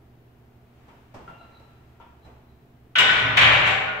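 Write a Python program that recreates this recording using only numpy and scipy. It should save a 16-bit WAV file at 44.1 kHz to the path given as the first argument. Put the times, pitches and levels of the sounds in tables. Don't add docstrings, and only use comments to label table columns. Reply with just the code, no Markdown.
import sys
import numpy as np
from scipy import signal
from scipy.fft import rfft, irfft
from scipy.io import wavfile
from scipy.ndimage import uniform_filter1d

SR = 44100
rng = np.random.default_rng(int(sys.argv[2]) if len(sys.argv) > 2 else 0)


def file_out(sig):
    cols = np.atleast_2d(sig).T
    lim = np.clip(cols, -1, 1)
    pcm = np.round(lim * 32767).astype(np.int16)
    wavfile.write(sys.argv[1], SR, pcm)


N = 176400
T = np.arange(N) / SR


def amp(db):
    return 10 ** (np.asarray(db) / 20)


def unit_rms(x):
    return x / np.sqrt(np.mean(abs(x) ** 2) + 1e-20)


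def curve_at(points, hz):
    f, value = np.transpose(points)
    return np.interp(np.log(hz + 1), np.log(f + 1), value)


def add(mix, start, sound, rise):
    part = mix[:, round(start * SR):][:, :sound.shape[1]]
    count = part.shape[1]
    part += sound[:, :count] * np.minimum(T[:count] / max(rise, 1e-4), 1)


def pan_gains(pan, hz):
    gains = amp(np.array([curve_at(pan, hz), -curve_at(pan, hz)]) / 2)
    return gains / np.sqrt((gains ** 2).mean(0))


# f/Hz, correlation
COHERENCE = [(100, .985), (250, .92), (500, .58), (1000, .08), (4000, 0), (15000, .1)]
def noise(colour, pan, size):
    hz = np.fft.rfftfreq(size, 1 / SR)
    a, b = rfft(rng.standard_normal((2, size)))
    alike = np.clip(curve_at(COHERENCE, hz), -1, 1)
    spectrum = np.array([a, alike * a + np.sqrt(1 - alike ** 2) * b])
    return unit_rms(irfft(spectrum * amp(curve_at(colour, hz)) * pan_gains(pan, hz), size))


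def tail(colour, t60, pan, bass_rise=1e-4):
    hz, t, bands = signal.stft(noise(colour, pan, size=49152), SR, nperseg=512)
    quickness = 1 + (hz[:, None] / 600) ** 3
    swell = 1 - np.exp(-(t + .002) * quickness / bass_rise)
    decay = amp(-60 * t / np.maximum(curve_at(t60, hz), .02)[:, None])
    return signal.istft(bands * swell * decay, SR, nperseg=512)[1]


WAVER_DEPTH, WAVER_HZ = 0.57, 9.2
def ring(modes, t60, size):
    t, out = T[:size], np.zeros((2, size))
    knots = np.arange(64) / WAVER_HZ
    levels = amp([mode[1] for mode in modes])
    for (hz, _, pan_db), level in zip(modes, levels / np.linalg.norm(levels)):
        alike = np.clip(curve_at(COHERENCE, hz), -1, 1)
        a, b = rng.standard_normal((2, len(knots))) + 1j * rng.standard_normal((2, len(knots)))
        right_phase = np.exp(1j * np.arccos(alike) * rng.choice([-1, 1]))
        left = 1 + WAVER_DEPTH * a
        right = right_phase + WAVER_DEPTH * (alike * a + np.sqrt(1 - alike ** 2) * b)
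        tone = np.exp(2j * np.pi * (hz * t + rng.random()) - np.log(1000) * t / t60(hz))
        gains = unit_rms(amp([[pan_db / 2], [-pan_db / 2]]))
        out += level * gains * np.array([(np.interp(t, knots, p) * tone).real for p in (left, right)])
    return out * np.sqrt(2 / (1 + 2 * WAVER_DEPTH ** 2))


def struck(hits, modes, t60, rise):
    out = np.zeros((2, N))
    for start, db in hits:
        size = min(round(t60 * SR), N - round(start * SR))
        add(out, start, amp(db) * ring(modes, lambda hz: t60, size), rise)
    return out


def metallic(colour):
    hz = np.concatenate([np.arange(20, 4200, 13), np.arange(4200, 16000, 95)])
    depth_db = np.sqrt(3) * np.interp(hz, [0, 500, 4000, 4500], [0, 3.1, 3.1, 5.2])
    return np.transpose([hz, curve_at(colour, hz) + depth_db * rng.uniform(-0.58, 1, len(hz))])


# f/Hz, t60/s
ROOM_T60 = [(100, 0.46), (1000, 1), (4000, 0.89), (8000, 0.94), (11000, 0.37), (15000, 0.3)]
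EARLY_DB, EARLY_DECAY_S = 4, 0.02
def contact(colour, pan):
    wash = tail(colour, ROOM_T60, pan)
    early = amp(EARLY_DB) * np.exp(-T[:wash.shape[1]] / EARLY_DECAY_S)
    return wash * (1 + early) / 2


# f/Hz, relative density/dB
AIR_COLOUR = [(20, -11.5), (30, -9), (45, -27.5), (68, 0), (95, -12.5), (125, -5.5), (180, -13.5),
              (260, -14), (400, -14), (550, -23), (700, -19), (1000, -25), (1400, -27.5), (2800, -34),
              (5000, -43.5), (9500, -49.5), (12500, -44), (15500, -41.5)]
# f/Hz, level/dB
HUM = [(119.5, -59), (240, -66), (682, -76.5)]
# f/Hz, pan/dB
ROOM_PAN = [(60, -3), (240, -1.5), (950, 1), (3770, 1.9), (15000, 0)]
def ventilation():
    hum = sum(amp(db) * np.sqrt(2) * np.sin(2 * np.pi * (hz * T + rng.random())) for hz, db in HUM)
    return amp(-55) * noise(AIR_COLOUR, ROOM_PAN, size=N) + hum


# peak t/s, width/s, level/dB
RUSTLES = [(.9, 0.15, -65), (1.55, 0.76, -64.5)]
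# f/Hz, relative density/dB
CLOTH_COLOUR = [(300, 1), (1200, 1), (2600, -2.5), (4500, -15), (8000, -20.5), (15000, -32)]
def rustle():
    swell = sum(amp(db) * np.exp(-((T - peak) / width) ** 2) for peak, width, db in RUSTLES)
    return swell * noise(CLOTH_COLOUR, ROOM_PAN, size=N)


# t/s, thud level/dB, scuff level/dB, rise/s
FOOTFALLS = [(0.879, -53, -74, 0.0034), (1.14, -40.5, -59.5, 0.0058), (1.277, -46, -85, 0.0013),
             (1.43, -51, -82, 0.011), (1.595, -54, -73, 0.0047), (1.997, -53.5, -75, 0.0039),
             (2.24, -47.5, -68, 0.018)]
# f/Hz, relative density/dB
THUD_COLOUR = [(50, 4.5), (150, 5), (350, -2), (900, -0.5), (1600, -12.5), (3000, -17.5), (5000, -35),
               (15000, -48)]
# f/Hz, relative density/dB
BRIGHT_COLOUR = [(200, -20), (2000, -14.5), (5000, 2.5), (7500, -4), (8700, -4), (9400, -24), (11000, -8.5),
                 (14000, -14.5), (15700, -26)]
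def footsteps():
    out = np.zeros((2, N))
    for start, thud_db, scuff_db, rise in FOOTFALLS:
        thud = amp(thud_db) * tail(THUD_COLOUR, ROOM_T60, ROOM_PAN)
        scuff = amp(scuff_db) * contact(BRIGHT_COLOUR, ROOM_PAN)
        add(out, start, thud + scuff, rise)
    return out


# t/s, level/dB
NEAR_CLINKS = [(1.277, -38), (1.41, -45)]
# f/Hz, level/dB, pan/dB
NEAR_MODES = [(675, -5, 0), (938, -11, -3), (1328, -4, 0), (1351, -1, -2), (1382, -4, 2), (2711, -21, 5),
              (2767, -16, 1)]
# t/s, level/dB, rise/s
CHATTERS = [(.886, -56, .003), (1.277, -51, 0.0018), (2.0, -49.5, 0.014)]
# f/Hz, relative density/dB
CHATTER_COLOUR = [(200, -23), (680, 4.5), (1100, 5), (1400, 2.5), (1900, -3), (2600, -5.5), (3350, -5),
                  (4200, -26), (8000, -37), (15000, -50)]
# t/s, level/dB
FAR_CLINKS = [(.886, -55.5), (1.999, -50.5), (2.07, -55)]
# f/Hz, level/dB, pan/dB
FAR_MODES = [(687, -9, 5), (909, 0, -4), (925, -2, 0), (960, -2, 2), (1370, -3, 2)]
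def loose_plates():
    out = struck(NEAR_CLINKS, NEAR_MODES, t60=0.19, rise=0.003)
    out += amp(-16) * struck(NEAR_CLINKS, NEAR_MODES, t60=1.76, rise=0.033)
    for start, db, rise in CHATTERS:
        add(out, start, amp(db) * contact(metallic(CHATTER_COLOUR), ROOM_PAN), rise)
    return out + struck(FAR_CLINKS, FAR_MODES, t60=0.48, rise=0.0019)


# t/s, length/s, starting f/Hz, level/dB
SQUEAKS = [(1.277, 0.048, 1388, -47.5), (1.281, .18, 2800, -65.5), (1.38, 0.092, 4050, -65.5),
           (1.514, 0.074, 4040, -64), (2.219, 0.045, 4020, -68), (2.482, 0.07, 4030, -74.5)]
PITCH_SAG, PITCH_JITTER, ROUGHNESS, SQUEAK_REVERB_DB = .022, .011, .7, 1
def sleeve_squeaks():
    out = np.zeros((2, N))
    for start, length, hz, db in SQUEAKS:
        progress = np.linspace(0, 1, round(length * SR))
        wobble = unit_rms(uniform_filter1d(rng.standard_normal((2, SR)), size=160))
        jitter, grip = wobble[:, :len(progress)]
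        pitch = hz * (1 - PITCH_SAG * progress + PITCH_JITTER * jitter)
        envelope = np.sqrt(abs(np.sin(np.pi * progress))) * (1 + ROUGHNESS * grip)
        tone = envelope * np.sin(2 * np.pi * np.cumsum(pitch) / SR)
        room = rng.standard_normal((2, SR)) * amp(-60 * T[:SR] / curve_at(ROOM_T60, hz))
        room *= amp(SQUEAK_REVERB_DB) / np.linalg.norm(room[0])
        room[:, 0] += 1
        squeak = signal.fftconvolve(room, tone[None], axes=1)
        add(out, start, amp(db) * pan_gains(ROOM_PAN, np.array([hz])) * squeak, rise=0)
    return out


# t/s, level/dB
ROLLS = [(3.872, -29.5)]
# f/Hz, level/dB, pan/dB
ROLL_MODES = [(791, -11, 1), (1087, -7, 8), (1449, 0, -1)]
def bar_roll():
    return struck(ROLLS, ROLL_MODES, t60=0.95, rise=0.013)


# t/s, level/dB
PLATE_KNOCKS = [(2.99, -29.5), (3.43, -26), (3.67, -28.5)]
# f/Hz, level/dB, pan/dB
PLATE_MODES = [(427, -47, 0), (589, -42, 6), (612, -43.5, 6), (629, -39, 0), (763, -40, 2), (788, -41.5, 1)]
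def plate_ring():
    return struck(PLATE_KNOCKS, PLATE_MODES, t60=2.16, rise=0.046)


# t/s, level/dB
SHOVES = [(3.215, -23.5), (3.37, -22), (3.47, -30.5), (3.66, -30)]
# f/Hz, level/dB, pan/dB
FRAME_MODES = [(63, -16, -2), (84, -17, -1), (112, 0, -1), (131, -9, 0), (157, -9, 0), (268, -10.5, 0)]
def frame_boom():
    return struck(SHOVES, FRAME_MODES, t60=0.79, rise=0.064)


# t/s, level/dB
FIRST_SKIDS = [(2.982, -35.5)]
# f/Hz, level/dB, pan/dB
FIRST_HOOK_MODES = [(5055, 0, 0), (5443, -3, -7), (5986, -4, 0), (7413, -1, 11), (7590, -4, 8)]
# t/s, level/dB
SECOND_SKIDS = [(3.367, -44), (3.652, -48), (3.70, -53.5)]
# f/Hz, level/dB, pan/dB
SECOND_HOOK_MODES = [(4312, -1, 0), (6800, -2, 2), (7251, -3, 4), (7400, -4, 5), (7540, -5, 5)]
# f/Hz, relative density/dB
BITE_COLOUR = [(700, -25), (1800, 0), (3000, -2), (4500, -30), (9000, -75)]
# t/s, level/dB
SLAPS = [(2.9535, -18), (3.09, -17.5), (3.40, -25)]
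# f/Hz, level/dB, pan/dB
SLAP_MODES = [(1389, -6, 0), (1497, 0, 0), (1532, -6, 1)]
SKID_T60_S, SLAP_T60_S, BITE_AT_S, BITE_DB = .62, 0.33, 3.411, -18
def hooks():
    out = struck(FIRST_SKIDS, FIRST_HOOK_MODES, SKID_T60_S, rise=0.0027)
    out += struck(SECOND_SKIDS, SECOND_HOOK_MODES, SKID_T60_S, rise=0.008)
    bite = tail(metallic(BITE_COLOUR), [(0, SLAP_T60_S)], SECOND_PAN)
    add(out, BITE_AT_S, amp(BITE_DB) * bite, rise=0.0018)
    return out + struck(SLAPS, SLAP_MODES, SLAP_T60_S, rise=0.01)


# f/Hz, t60/s
STEEL_T60 = [(100, 4.3), (600, 3.07), (1400, 3), (2200, 2.23), (3200, 1.34), (5000, 1.25), (12000, 0.74)]
MODE_T60_RATIO, SETTLE_AT_S, SETTLE_DB_PER_S = 0.76, 3.65, 21
def clang(blows, modes, wash_colour, pan, modes_db):
    out, body = np.zeros((2, N)), metallic(wash_colour)
    for start, ring_db, crash_db, rise in blows:
        tones = ring(modes, lambda hz: MODE_T60_RATIO * curve_at(STEEL_T60, hz), N - round(start * SR))
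        add(out, start, amp(ring_db + modes_db) * tones, rise)
        wash = amp(ring_db) * tail(body, STEEL_T60, pan, bass_rise=0.025)
        crash = amp(crash_db) * contact(metallic(BRIGHT_COLOUR), pan)
        add(out, start, wash + crash, rise)
    return out * amp(-SETTLE_DB_PER_S * np.maximum(T - SETTLE_AT_S, 0))


# t/s, ring level/dB, crash level/dB, rise/s
FIRST_BLOWS = [(2.9535, -19.5, -58, 0.0048), (2.982, -17, -30.5, 0.0045), (3.085, -25, -58, 0.0082),
               (3.187, -53, -52, 0.004)]
# f/Hz, level/dB, pan/dB
FIRST_MODES = [(1010, -41, 1), (1464, -33.5, -1), (1505, -31.5, 1), (1758, -38, 4), (1861, -35, -2),
               (1921, -35, 4), (1948, -33, 3), (2052, -39, 0), (2269, -36, 9), (2318, -36, 6),
               (2567, -34, 10), (2861, -35, 6), (2881, -31, 5), (2983, -34, 8), (3112, -37, 9),
               (3324, -37, 8), (3515, -36, 8)]
# f/Hz, relative density/dB
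FIRST_WASH = [(40, -18.5), (120, -7), (300, -15), (600, -10.5), (1000, -5), (1800, 0.5), (2900, 1),
              (3600, 0), (4500, -16.5), (8500, -35.5), (9400, -43), (15000, -49)]
# f/Hz, pan/dB
FIRST_PAN = [(60, -1), (130, -1), (290, -0.5), (640, -1), (1410, 1.5), (3100, 4), (6820, 0), (15000, 10)]
def first_upright():
    return clang(FIRST_BLOWS, FIRST_MODES, FIRST_WASH, FIRST_PAN, modes_db=-1.5)


# t/s, ring level/dB, crash level/dB, rise/s
SECOND_BLOWS = [(3.367, -13, -32.5, 0.0087), (3.411, -16, -48, 0.0026), (3.525, -29, -45, 0.029),
                (3.652, -21, -39, 0.027)]
# f/Hz, level/dB, pan/dB
SECOND_MODES = [(1096, -40, -1), (1156, -38, -2), (1464, -36, 1), (1508, -36, 0), (1676, -36, 2),
                (1722, -35, 1), (1760, -37, -2), (1863, -37, 0), (1907, -35, 2), (1947, -36, 8),
                (2049, -36, 1), (2072, -36, 5), (2252, -35, 1), (2270, -34, 0), (2312, -34, 1),
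                (2392, -33, 3), (2444, -37, 3), (2717, -33, 4), (2744, -34, 2), (2885, -38, 1),
                (3098, -34, 7), (3329, -39, 6)]
# f/Hz, relative density/dB
SECOND_WASH = [(40, -20.5), (120, -10.5), (300, -20.5), (600, -12.5), (1000, -6.5), (1800, -3.5),
               (2400, 0.5), (3100, -2), (3800, -8), (4700, -26), (8500, -38.5), (9400, -45.5), (15000, -59)]
# f/Hz, pan/dB
SECOND_PAN = [(60, -0.5), (130, -0.5), (290, 1), (640, -2), (1410, 2.5), (3100, 3.5), (6820, -1),
              (15000, 12)]
def second_upright():
    return clang(SECOND_BLOWS, SECOND_MODES, SECOND_WASH, SECOND_PAN, modes_db=-4.5)


def scene():
    rack = first_upright() + second_upright() + plate_ring() + frame_boom() + bar_roll()
    bed = ventilation()
    walk = rustle() + footsteps() + loose_plates() + sleeve_squeaks()
    return bed + walk + rack + hooks()


CEILING, LOWPASS_HZ = .92, 15730
def record(dry):
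    clipped = dry / (1 + (dry / CEILING) ** 8) ** (1 / 8)
    lowpass = signal.firwin(511, LOWPASS_HZ, window=("kaiser", 9), fs=SR)
    return signal.oaconvolve(clipped, lowpass[None], "same")


dry = scene()
out = record(dry)
file_out(out)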